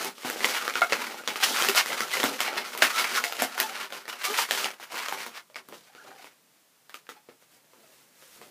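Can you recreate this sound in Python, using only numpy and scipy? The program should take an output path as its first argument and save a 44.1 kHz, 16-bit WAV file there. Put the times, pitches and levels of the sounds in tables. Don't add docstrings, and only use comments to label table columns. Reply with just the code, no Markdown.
import sys
import numpy as np
from scipy import signal
from scipy.fft import rfft, irfft
from scipy.io import wavfile
from scipy.ndimage import uniform_filter1d, map_coordinates

SR = 44100
rng = np.random.default_rng(int(sys.argv[2]) if len(sys.argv) > 2 else 0)


def decibels_to_gain(level_db):
    exponent = np.asarray(level_db, float) / 20
    return 10 ** exponent


def transcribe(signal):
    frames = np.atleast_2d(signal).T
    limited = np.clip(frames, -1, 1)
    pcm = np.round(limited * 32767).astype(np.int16)
    wavfile.write(sys.argv[1], SR, pcm)


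N = 374850

# start t/s, length t/s, rubbing level/dB, fizz level/dB, squeeze level/dB (last two re rubbing)
DRAGS = [(0, 0.07, -34, -2.5, -3.5), (0.241, 0.27, -35, -1.5, -6), (0.432, 0.23, -29, -5.5, -9),
         (.68, 0.025, -44, -14, -19), (0.752, 0.037, -42, 1, -9.5), (0.838, 0.18, -37.5, -8, -18),
         (0.916, .27, -32.5, -7, -5), (1.267, 0.15, -40, -3, -10.5), (1.429, 0.45, -24, -4, -10.5),
         (1.871, 0.25, -32.5, -4, -7.5), (2.168, 0.2, -31.5, -3, -6), (2.402, 0.074, -29.5, -8.5, -10.5),
         (2.659, 0.34, -39, -3, -8), (2.79, 0.23, -30, -6, -14.5), (3.075, 0.58, -30, -6, -13.5),
         (3.51, 0.2, -56, -10, -2), (3.563, 0.26, -29.5, -10.5, -13.5), (3.919, 0.066, -38.5, -6, -6),
         (4.069, 0.077, -38, -8, -7.5), (4.213, 0.21, -25.5, -6.5, -18), (4.5, 0.13, -28, -2.5, -11.5),
         (4.686, 0.017, -60, -13, -2), (4.81, 0.019, -43, -5, -7.5), (4.925, 0.33, -40, -3, -7)]
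# middle t/s, half length t/s, rubbing, fizz, squeeze level/dB
TURNS = [(0.188, 0.041, -48, 0.5, -10), (1.204, 0.027, -38, -11, -4), (5.858, 0.06, -57.5, -3, -18),
         (6.315, 0.028, -58, -13, -10.5), (1.437, 0.014, -14.5, -1.5, -33), (1.784, 0.022, -16, -4.5, -33),
         (2.142, 0.031, -24.5, -6, -27), (2.58, 0.065, -31.5, -10, -5), (2.997, 0.063, -21.5, -9.5, -17),
         (3.16, 0.021, -26, -3, -31), (3.417, 0.027, -24, -5.5, -11), (3.816, 0.046, -33, -9.5, -9.5),
         (4.399, 0.03, -30, 4.5, -26), (5.012, 0.1, -36, -9, -26), (5.22, 0.05, -39, -6, -5),
         (5.366, 0.033, -37.5, -9.5, -19), (5.755, 0.066, -54, 0.5, -9), (5.973, 0.028, -59, -4, -14),
         (6.07, 0.11, -49.5, -9, -7), (6.226, 0.08, -52, -5, -7.5), (6.554, 0.054, -67.5, -5.5, -8),
         (7.166, 0.024, -51, -16, -9)]
# f/Hz, level/dB
SKIN_SPECTRUM = [(180, -35.5), (300, -20), (420, -14.5), (1000, 0.5), (2100, 0.5), (5000, -5), (9000, -24),
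                 (15500, -31)]
# f/Hz, level/dB
FIZZ_SPECTRUM = [(1760, -40), (3000, 6), (5800, 2), (8200, -4), (11000, -5), (15000, -8.5)]
# f/Hz, level/dB
TUBE_SPECTRUM = [(24, -74.5), (40, -39.5), (92, -29), (261, -4), (313, -8), (407, -1), (451, -4),
                 (694, -4.5), (900, -4), (1170, -38), (1980, -120)]
# f/Hz, width f/Hz, level/dB
BUBBLES = [(700, 220, -6.5), (950, 530, -7), (1360, 270, 5), (1780, 740, -5.5), (2190, 230, 3),
           (2550, 350, -14.5), (3730, 1300, -9.5)]
# t/s, peak level/dB, bubble f/Hz, crack level/dB
JOINING = [(.046, -19.5, 1890, 1.5), (0.247, -16, 310, -24), (.299, -15.5, 1350, -3),
           (0.338, -26, 1340, -11), (0.359, -20.5, 480, -40), (0.405, -15.5, 2040, -22),
           (0.444, -1, 2080, -31), (.678, -10, 1200, -17), (0.697, -13.5, 2320, -35),
           (.754, -5.5, 1430, -44), (.818, -3, 1240, -59.5), (.922, -4, 2100, -59),
           (1.275, -5.5, 3380, -29), (1.357, -13.5, 1230, -16.5), (1.432, -10, 2630, -27),
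           (1.59, -19, 1860, -2.5), (1.622, -4, 3170, -14), (1.647, -7.5, 2040, -11),
           (1.686, -3.5, 2720, -8), (1.759, -11, 1390, -1), (1.859, -12, 2040, -11),
           (1.921, -14.5, 1390, -26), (2.005, -10.5, 2020, -13), (2.2, -10, 1930, -17),
           (2.238, -7.5, 1350, -5), (2.404, -7, 2200, -9), (2.48, -16, 755, -37.5),
           (2.529, -17.5, 1360, -39), (2.566, -18.5, 666, -23)]
# t/s, peak level/dB, bubble f/Hz, crack level/dB
TUCKING = [(2.659, -24.5, 2450, -25), (2.749, -18, 950, -12), (2.775, -20.5, 1940, 1),
           (2.821, 4, 1585, -24), (3.239, -7.5, 2200, -11.5), (3.323, -15, 1310, -8), (3.42, -9, 710, -1.5),
           (3.578, -13.5, 1350, -11), (3.6, -7, 1930, -1), (3.923, -22, 1510, -11),
           (4.054, -27.5, 1920, -26), (4.079, -20.5, 2350, -10), (4.211, -26, 1640, -32),
           (4.234, -22, 2200, -8), (4.366, -17, 1900, -10), (4.387, -6, 930, -13), (4.488, -21, 1090, -16),
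           (4.509, -7, 1780, -12), (4.643, -8, 2820, -32), (4.704, -20.5, 2320, -22),
           (4.798, -30.5, 800, -9), (4.827, -27, 1610, -12), (4.907, -31, 795, -23),
           (4.971, -20.5, 940, -8), (5.002, -21.5, 1000, -27), (5.084, -15.5, 2310, -13),
           (5.124, -13.5, 815, -15), (5.175, -23, 2300, -20), (5.263, -22.5, 930, -4)]
# t/s, peak level/dB, bubble f/Hz, crack level/dB
TICKS = [(0.18, -30, 1180, -12), (0.232, -23, 1120, -15), (0.255, -21, 780, -15), (0.384, -31, 2070, -21),
         (0.566, -18, 2030, -19.5), (0.897, -21, 2200, -10), (1.071, -29.5, 2160, -14.5),
         (1.143, -23.5, 829, -15), (1.236, -23, 1220, -14), (1.304, -23.5, 2230, -18),
         (1.402, -16, 821, -20), (1.755, -10.5, 1430, -12.5), (2.096, -21, 2500, -15),
         (2.136, -12.5, 2100, -15), (2.152, -13, 2210, -10), (2.168, -17, 2030, -19),
         (2.29, -32, 2690, -17), (2.557, -22, 1350, -15), (2.704, -25.5, 1340, -15),
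         (2.851, -15.5, 2570, -14), (2.883, -20, 1230, -15.5), (2.968, -15, 1290, -15),
         (3.118, -16.5, 1440, -17), (3.143, -15, 2100, -18), (3.15, -11, 2220, -15),
         (3.297, -23, 754, -16.5), (3.367, -16.5, 2780, -13), (3.513, -37.5, 1470, -15),
         (3.76, -30, 2260, -17), (3.903, -24, 1500, -15), (3.965, -25, 1560, -15),
         (4.218, -19, 1660, -14.5), (4.549, -9.5, 2940, -13), (4.656, -16, 785, -19),
         (4.921, -21, 953, -15), (4.942, -20, 918, -15), (5.044, -24, 1580, -17), (5.347, -28, 2310, -15),
         (5.353, -28, 1170, -15)]
# t/s, peak level/dB, bubble f/Hz, crack level/dB
LEADS = [
    (.433, -18, 1920, -15),
    (.738, -20.5, 2230, -15),
    (.809, -19, 1900, -6),
    (1.616, -11.5, 3240, -16),
    (1.748, -12.5, 1390, -12.5),
    (2.231, -6.5, 2050, -28),
]
# t/s, peak level/dB, bubble f/Hz, crack level/dB, thump level/dB
TAPS = [(5.499, -38.5, 606, -23, -29), (5.544, -32, 2280, -32, -13), (5.557, -18.5, 2280, -39, -15.5),
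        (5.686, -34.5, 292, 1, 2), (5.724, -28, 523, -23, -9), (5.949, -32.5, 1290, -25, -3),
        (6.115, -33.5, 786, -16, -21), (6.243, -30, 950, -12, -18), (6.894, -31, 1630, -13.5, -35.5),
        (6.942, -24, 1250, -8, -21), (7.067, -37, 1580, -26, -19), (7.09, -25, 1260, -13, -5),
        (7.287, -36, 623, -43, 7.5), (7.423, -44, 560, -9.5, -32), (7.643, -53, 565, -18.5, -9.5),
        (7.7, -56, 600, -15, -9), (7.733, -41.5, 503, -23.5, -10), (8.223, -39.5, 535, -10.5, -17),
        (8.414, -32, 474, -9, -24)]
# start t/s, end t/s, start f/Hz, end f/Hz, level/dB
SQUEAKS = [(.44, 0.505, 500, 520, -37.5), (0.814, .855, 700, 670, -34), (.84, 0.885, 1364, 1220, -38),
           (1.488, 1.539, 1200, 1500, -44.5), (1.756, 1.802, 1414, 1430, -29), (1.89, 1.911, 479, 570, -36),
           (2.128, 2.146, 2014, 2200, -28), (2.922, 3.04, 1300, 1390, -33), (3.249, 3.302, 700, 690, -42.5),
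           (3.629, 3.691, 888, 830, -38.5), (4.274, 4.332, 373, 445, -35), (5.118, 5.128, 816, 1030, -33),
           (5.977, 6.006, 1380, 1450, -50.5), (6.07, 6.106, 776, 815, -53), (6.193, 6.206, 740, 780, -49.5),
           (6.233, 6.253, 950, 1030, -57), (7.163, 7.194, 857, 850, -58.5), (0.82, 0.826, 2190, 2090, -42),
           (3.547, 3.577, 700, 760, -45), (3.698, 3.732, 737, 800, -44), (5.894, 5.91, 790, 820, -57),
           (1.422, 1.45, 787, 850, -30.5), (2.018, 2.042, 1320, 1350, -34), (4.248, 4.305, 760, 720, -44),
           (4.262, 4.303, 1123, 1260, -35), (5.994, 6.009, 1560, 1700, -52),
           (6.012, 6.032, 1460, 1410, -57), (6.02, 6.04, 790, 820, -58), (6.044, 6.062, 570, 570, -55),
           (6.125, 6.15, 820, 790, -56), (7.832, 7.9, 680, 570, -61), (7.883, 7.954, 510, 610, -67.5),
           (1.175, 1.22, 1360, 1500, -43)]
# t/s, f/Hz, level/dB, t60 t/s
RINGS = [(.817, 700, -15.5, 0.078), (.817, 1410, -11, 0.071), (.817, 2170, -11.5, .04),
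         (.818, 2600, -22, .025), (2.238, 280, -20.5, .08), (1.686, 400, -20.5, 0.065),
         (3.42, 268, -28.5, 0.054), (.922, 2700, -20, 0.035), (1.9, 2050, -19, .03),
         (2.23, 2060, -13.5, .04), (.754, 1390, -27, 0.026), (4.387, 780, -19, 0.043),
         (4.387, 1200, -22.5, .05), (1.647, 2060, -18, 0.036)]
# start t/s, end t/s, start slip rate f/Hz, end slip rate f/Hz, level/dB
CREAKS = [
    (4.91, 5.075, 65, 170, -40.5),
    (1.417, 1.455, 600, 740, -19.5),
    (1.745, 1.83, 145, 360, -20.5),
    (2.944, 3.044, 250, 320, -26.5),
    (3.133, 3.186, 300, 380, -29),
]
# middle t/s, half length t/s, swish level/dB, rumple level/dB re swish
CLOTH = [
    (5.737, 0.05, -68.5, 21),
    (6.093, 0.039, -70, 20),
    (7.313, .03, -66, 9),
    (7.421, .02, -62, -4.5),
    (7.542, 0.055, -59, -4.5),
    (7.786, 0.12, -66.5, 7),
    (7.943, 0.23, -59, -4),
    (8.234, 0.075, -54, -6),
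    (8.348, 0.073, -51.5, -17),
    (8.458, 0.097, -56.5, 5.5),
]
# f/Hz, level/dB
SWISH_SPECTRUM = [(600, -6.0), (1500, 2.0), (4000, -0.5), (15000, -5)]
RUMPLE_SPECTRUM = [(60, -37.5), (150, -1.5), (550, 2.0), (1500, -13.5), (5000, -51.0)]
# t/s, level/dB
WALLS = [(.0078, -8), (.0115, -15), (.017, -16), (.027, -12)]
# f/Hz, t60 t/s
ROOM_T60 = [(200, 0.41), (600, 0.2), (1500, 0.17), (4000, 0.042), (10000, 0.18)]
# f/Hz, level/dB
HISS_SPECTRUM = [(15, -44), (25, -20), (37, -25.5), (79, -22.5), (109, -9.5), (143, -1), (337, -3.5),
                 (365, -10.5), (396, -4), (15200, -12.5)]

GRAB_DB_PER_S, SAG_DB_PER_S, RELEASE_DB_PER_S = 696, 29.5, 254.5
SWELL_EDGE_DB, SWELL_POWER = 10, 1.5
SLIDE_DB, SLIDE_DECAY_DB_PER_S = -18, 370
SLIDE_FIZZ_PER_CRACK, SLIDE_SQUEEZE_DB, SLIDE_SQUEEZE_PER_THUMP = 0.26, -3, 0.41
THUMP_DB, THUMP_PER_SQUEEZE = 6, 2.02
TICK_DB = -4
SLAP_DB, SLAP_PER_CRACK = 4, .12
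SNAP_RISE_S, CRACK_RISE_S, RING_RISE_S = 0.00092, 0.0009, 0.0019
OVERTONES_DB, DULLER_DB_PER_OCTAVE = -7, 10.5
RING_SAG_PER_S = .9
HISS_DB = -63


def unit(x):
    return x / np.sqrt(np.mean(x ** 2) + 1e-20)


def along(points, hz):
    f, v = np.transpose(points)
    return np.interp(np.log(hz + 1), np.log(f + 1), v)


def coloured(x, spectrum):
    gain = decibels_to_gain(along(spectrum, np.fft.rfftfreq(4096, 1 / SR)))
    cepstrum = irfft(np.log(gain + 1e-6))
    cepstrum[1:2048] *= 2
    cepstrum[2049:] = 0
    impulse = irfft(np.exp(rfft(cepstrum)))
    return signal.fftconvolve(x, impulse)[:N]


def slips(per_s, spread_db, smooth):
    happens = rng.random(N) < per_s / SR
    size = np.minimum(rng.exponential(size=N), 2.5)
    grains = happens * decibels_to_gain(spread_db * size) * np.sign(rng.standard_normal(N))
    share = np.clip(smooth, 0, 1)
    return np.sqrt(1 - share) * unit(grains) + np.sqrt(share) * rng.standard_normal(N)


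def wobble(knots_per_s):
    knots = rng.standard_normal(N // 100)
    return map_coordinates(knots, [np.arange(N) * knots_per_s / SR])


def clock():
    return np.arange(0, N / SR + .002, .001)


def swells(middle_s, half_s):
    distance = np.abs((clock() - middle_s[:, None]) / half_s[:, None])
    return -SWELL_EDGE_DB * distance ** SWELL_POWER


def summed(shape_db, db):
    power = np.sum(decibels_to_gain(2 * (shape_db + db[:, None])), axis=0) + 1e-12
    return np.interp(np.arange(N) / SR, clock(), 10 * np.log10(power))


def strokes():
    start_s, length_s, *drag_db = np.transpose(DRAGS)
    middle_s, half_s, *turn_db = np.transpose(TURNS)
    since_s = clock() - start_s[:, None]
    released_s = np.maximum(since_s - length_s[:, None], 0)
    falling = -SAG_DB_PER_S * since_s - RELEASE_DB_PER_S * released_s
    drags = np.where(since_s < 0, GRAB_DB_PER_S * since_s, falling)
    return np.vstack([drags, swells(middle_s, half_s)]), *np.hstack([drag_db, turn_db])


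def thumped():
    shape, rub, fizz, squeeze = strokes()
    share_db = summed(shape, rub + squeeze) - summed(shape, rub)
    ticks = [(s, db + TICK_DB, hz, crack_db) for s, db, hz, crack_db in TICKS]
    out = []
    for row in JOINING + TUCKING + LEADS + ticks:
        squeeze_db = share_db[round(row[0] * SR) + 200]
        out.append((*row, THUMP_DB + THUMP_PER_SQUEEZE * squeeze_db))
    return out


def held(db):
    out, wait, jump = db.copy(), round(.025 * SR), round(.012 * SR)
    pause_db = 10 * np.exp(-(np.arange(jump) / SR / .005) ** 2)
    for s, *_ in JOINING + TUCKING + TAPS:
        a = max(round(s * SR), wait)
        out[a - wait:a] = np.minimum(out[a - wait:a], out[a - wait] + 3)
        out[a:a + jump] = np.maximum(db[a:a + jump], db[a + jump]) - pause_db
    return uniform_filter1d(out, size=100)


def pressure():
    shape, rub, fizz, squeeze = strokes()
    s, db, hz, crack_db, thump_db = np.transpose(thumped() + TAPS)
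    since_s = clock() - s[:, None]
    slide = np.where(since_s < 0, -200, -SLIDE_DECAY_DB_PER_S * since_s)
    shape = np.vstack([shape, slide])
    rub = np.r_[rub, db + SLIDE_DB]
    fizz = np.r_[fizz, SLIDE_FIZZ_PER_CRACK * crack_db]
    squeeze = np.r_[squeeze, SLIDE_SQUEEZE_DB + SLIDE_SQUEEZE_PER_THUMP * thump_db]
    rub_db = summed(shape, rub)
    stick_db = held(rub_db) - rub_db
    return rub_db + stick_db, summed(shape, rub + fizz) + stick_db, summed(shape, rub + squeeze) + stick_db


def bubbles():
    out = np.zeros(N)
    for hz, width_hz, db in BUBBLES:
        resonance = signal.iirpeak(hz, hz / width_hz, SR)
        ring = signal.lfilter(*resonance, slips(150, spread_db=2.5, smooth=.1))
        out += decibels_to_gain(db + 2.6 * wobble(14)) * unit(ring)
    return unit(out)


def singing():
    out = np.zeros(N)
    for start_s, end_s, *_ in SQUEAKS:
        out[round(start_s * SR):round(end_s * SR)] = 1
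    return uniform_filter1d(out, size=500)


def rubbing():
    rub_db, fizz_db, squeeze_db = pressure()
    grip = wobble(85)
    shared = slips(800, spread_db=4.5, smooth=.15)
    scrape = unit(coloured(shared, SKIN_SPECTRUM))
    body = unit(decibels_to_gain(3.2 * grip) * (scrape + 0.62 * bubbles()))
    body = body * decibels_to_gain(-8 * singing())
    fine = shared + 1.4 * slips(2000, spread_db=4.5, smooth=.4)
    fizz = unit(decibels_to_gain(2.2 * grip) * coloured(fine, FIZZ_SPECTRUM))
    squeezed = coloured(slips(480, spread_db=2.0, smooth=0.7), TUBE_SPECTRUM)
    tube = unit(decibels_to_gain(3.1 * wobble(25)) * squeezed)
    return decibels_to_gain(rub_db - 1.5) * body + decibels_to_gain(fizz_db + 0.57) * fizz + decibels_to_gain(squeeze_db - 3.0) * tube


def snaps():
    out, t = np.zeros(N + SR), np.arange(SR // 20) / SR
    for s, db, hz, crack_db, thump_db in thumped() + TAPS:
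        noise = rng.standard_normal((2, len(t)))
        swell = 1 - np.exp(-t / SNAP_RISE_S)
        ring = swell * decibels_to_gain(-t * (2299.5 + 1.0 * hz)) * np.sin(2 * np.pi * hz * t)
        top_hz = np.clip(1200 + 1.4 * hz, 900, 9000)
        skin = signal.butter(2, [500, top_hz], "band", fs=SR, output="sos")
        blow = signal.sosfilt(skin, (t == t[20]) + 0.3 * decibels_to_gain(-60 * t / 0.007) * noise[0])
        slap = decibels_to_gain(SLAP_DB + SLAP_PER_CRACK * crack_db) * blow / np.abs(blow).max()
        crack_swell = 1 - np.exp(-t / CRACK_RISE_S)
        crack = decibels_to_gain(crack_db + 8 - 60 * t / 0.0068) * crack_swell * np.diff(noise[1], prepend=0)
        thump_hz = 500 * decibels_to_gain(1.5 * np.tanh(noise[1, 0]))
        thump = decibels_to_gain(thump_db - 2 - 60 * t / 0.021) * np.sin(2 * np.pi * thump_hz * t)
        out[round((s + .0008) * SR):][:len(t)] += decibels_to_gain(db - 5.0) * (ring + slap + crack + thump)
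    return out[:N]


def squeaks():
    out = np.zeros(N)
    for start_s, end_s, hz0, hz1, db in SQUEAKS:
        over_db = min(OVERTONES_DB - DULLER_DB_PER_OCTAVE * np.log2(hz0 / 700), -6.5)
        a, b = round(start_s * SR), round(end_s * SR)
        u = np.linspace(0, 1, b - a)
        shake = unit(uniform_filter1d(rng.standard_normal((2, SR // 4)), size=110))[:, :b - a]
        glide_hz = hz0 + (hz1 - hz0) * u
        unsteady = 1 + .03 * (hz0 + 500) / 1500 * shake[0]
        phase = 2 * np.pi * np.cumsum(glide_hz * unsteady) / SR
        overtones = sum(np.sin(k * phase + k * k) / (k - 1) ** 0.59 for k in range(2, 7))
        tone = np.sin(phase) + decibels_to_gain(over_db) * overtones
        swell = np.sin(np.pi * u ** (.55 * (hz1 / hz0) ** 6))
        out[a:b] += decibels_to_gain(db + 4 + 2.5 * shake[1]) * swell * tone
    return out


def rings():
    out, t = np.zeros(N + SR), np.arange(SR // 5) / SR
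    for s, hz, db, t60_s in RINGS:
        shake = unit(uniform_filter1d(rng.standard_normal((2, len(t))), size=150))
        phase = 2 * np.pi * hz * np.cumsum(1 - RING_SAG_PER_S * t + .02 * shake[0]) / SR
        swell = 1 - np.exp(-t / RING_RISE_S)
        decay = decibels_to_gain(db + 3.5 * shake[1] - 60 * t / t60_s)
        out[round(s * SR):][:len(t)] += decay * swell * np.sin(phase)
    return out[:N]


def creaks():
    out = np.zeros(N)
    for start_s, end_s, rate0_hz, rate1_hz, db in CREAKS:
        a, b = round(start_s * SR), round(end_s * SR)
        scatter = rng.standard_normal((2, SR // 4))[:, :b - a]
        rate_hz = np.linspace(rate0_hz, rate1_hz, b - a)
        turns = np.cumsum(rate_hz / SR * np.abs(1 + 1.0 * scatter[0]))
        beats = np.diff(np.floor(turns), prepend=0) * decibels_to_gain(3.3 * scatter[1])
        out[a:b] += decibels_to_gain(db) * unit(beats) * np.hanning(b - a) ** 1.4
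    pulse = coloured(np.arange(N) == 0, SKIN_SPECTRUM)
    return coloured(out, SKIN_SPECTRUM) / np.linalg.norm(pulse)


def cloth():
    middle_s, half_s, swish_db, rumple_db = np.transpose(CLOTH)
    shape = swells(middle_s, half_s)
    swish = coloured(slips(2900, spread_db=7.0, smooth=.6), SWISH_SPECTRUM)
    rumple = coloured(slips(300, spread_db=-5.0, smooth=0.53), RUMPLE_SPECTRUM)
    swish = unit(decibels_to_gain(0.8 * wobble(30)) * swish)
    rumple = unit(decibels_to_gain(1.1 * wobble(23)) * rumple)
    swish_gain = decibels_to_gain(summed(shape, swish_db - 0.66))
    rumple_gain = decibels_to_gain(summed(shape, swish_db + rumple_db - 5.0))
    return swish_gain * swish + rumple_gain * rumple


def room(x):
    out, hop = np.zeros(N + SR), SR // 12
    padded = np.pad(x, (hop, 2 * hop))
    for a in range(-hop, N, hop):
        hz, t, z = signal.stft(rng.standard_normal(SR // 3), SR, nperseg=256)
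        decay = decibels_to_gain(-60 * t / along(ROOM_T60, hz)[:, None])
        tail = signal.istft(z * decay, SR, nperseg=256)[1]
        tail = decibels_to_gain(-8.5) * tail / np.linalg.norm(tail)
        answer = np.pad(tail, (round(.0075 * SR), 0))
        for s, db in WALLS:
            answer[round(s * SR) + rng.integers(60)] += decibels_to_gain(db)
        piece = padded[a + hop:][:2 * hop] * np.hanning(2 * hop)
        wet = signal.fftconvolve(piece, answer)[max(-a, 0):]
        out[max(a, 0):][:len(wet)] += wet
    return out[:N]


def hiss():
    return decibels_to_gain(HISS_DB) * unit(coloured(rng.standard_normal(N), HISS_SPECTRUM))


def scene():
    balloons = rubbing() + snaps() + squeaks() + rings() + creaks()
    small = signal.butter(3, 150, "high", fs=SR, output="sos")
    near = signal.sosfilt(small, balloons) + cloth()
    return (near + room(near) + hiss())[None]


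def band_limit(x):
    return signal.sosfilt(signal.butter(12, 16620, fs=SR, output="sos"), x)


def record(dry):
    rounded = dry / (1 + np.abs(dry / 1.3) ** 4) ** (1 / 4)
    low_cut = signal.butter(1, 60, "high", fs=SR, output="sos")
    top_cut = signal.ellip(8, .5, 45, 15350, fs=SR, output="sos")
    mix = signal.sosfilt(np.vstack([low_cut, top_cut]), rounded)
    return band_limit(mix)


dry = scene()
out = record(dry)
transcribe(out)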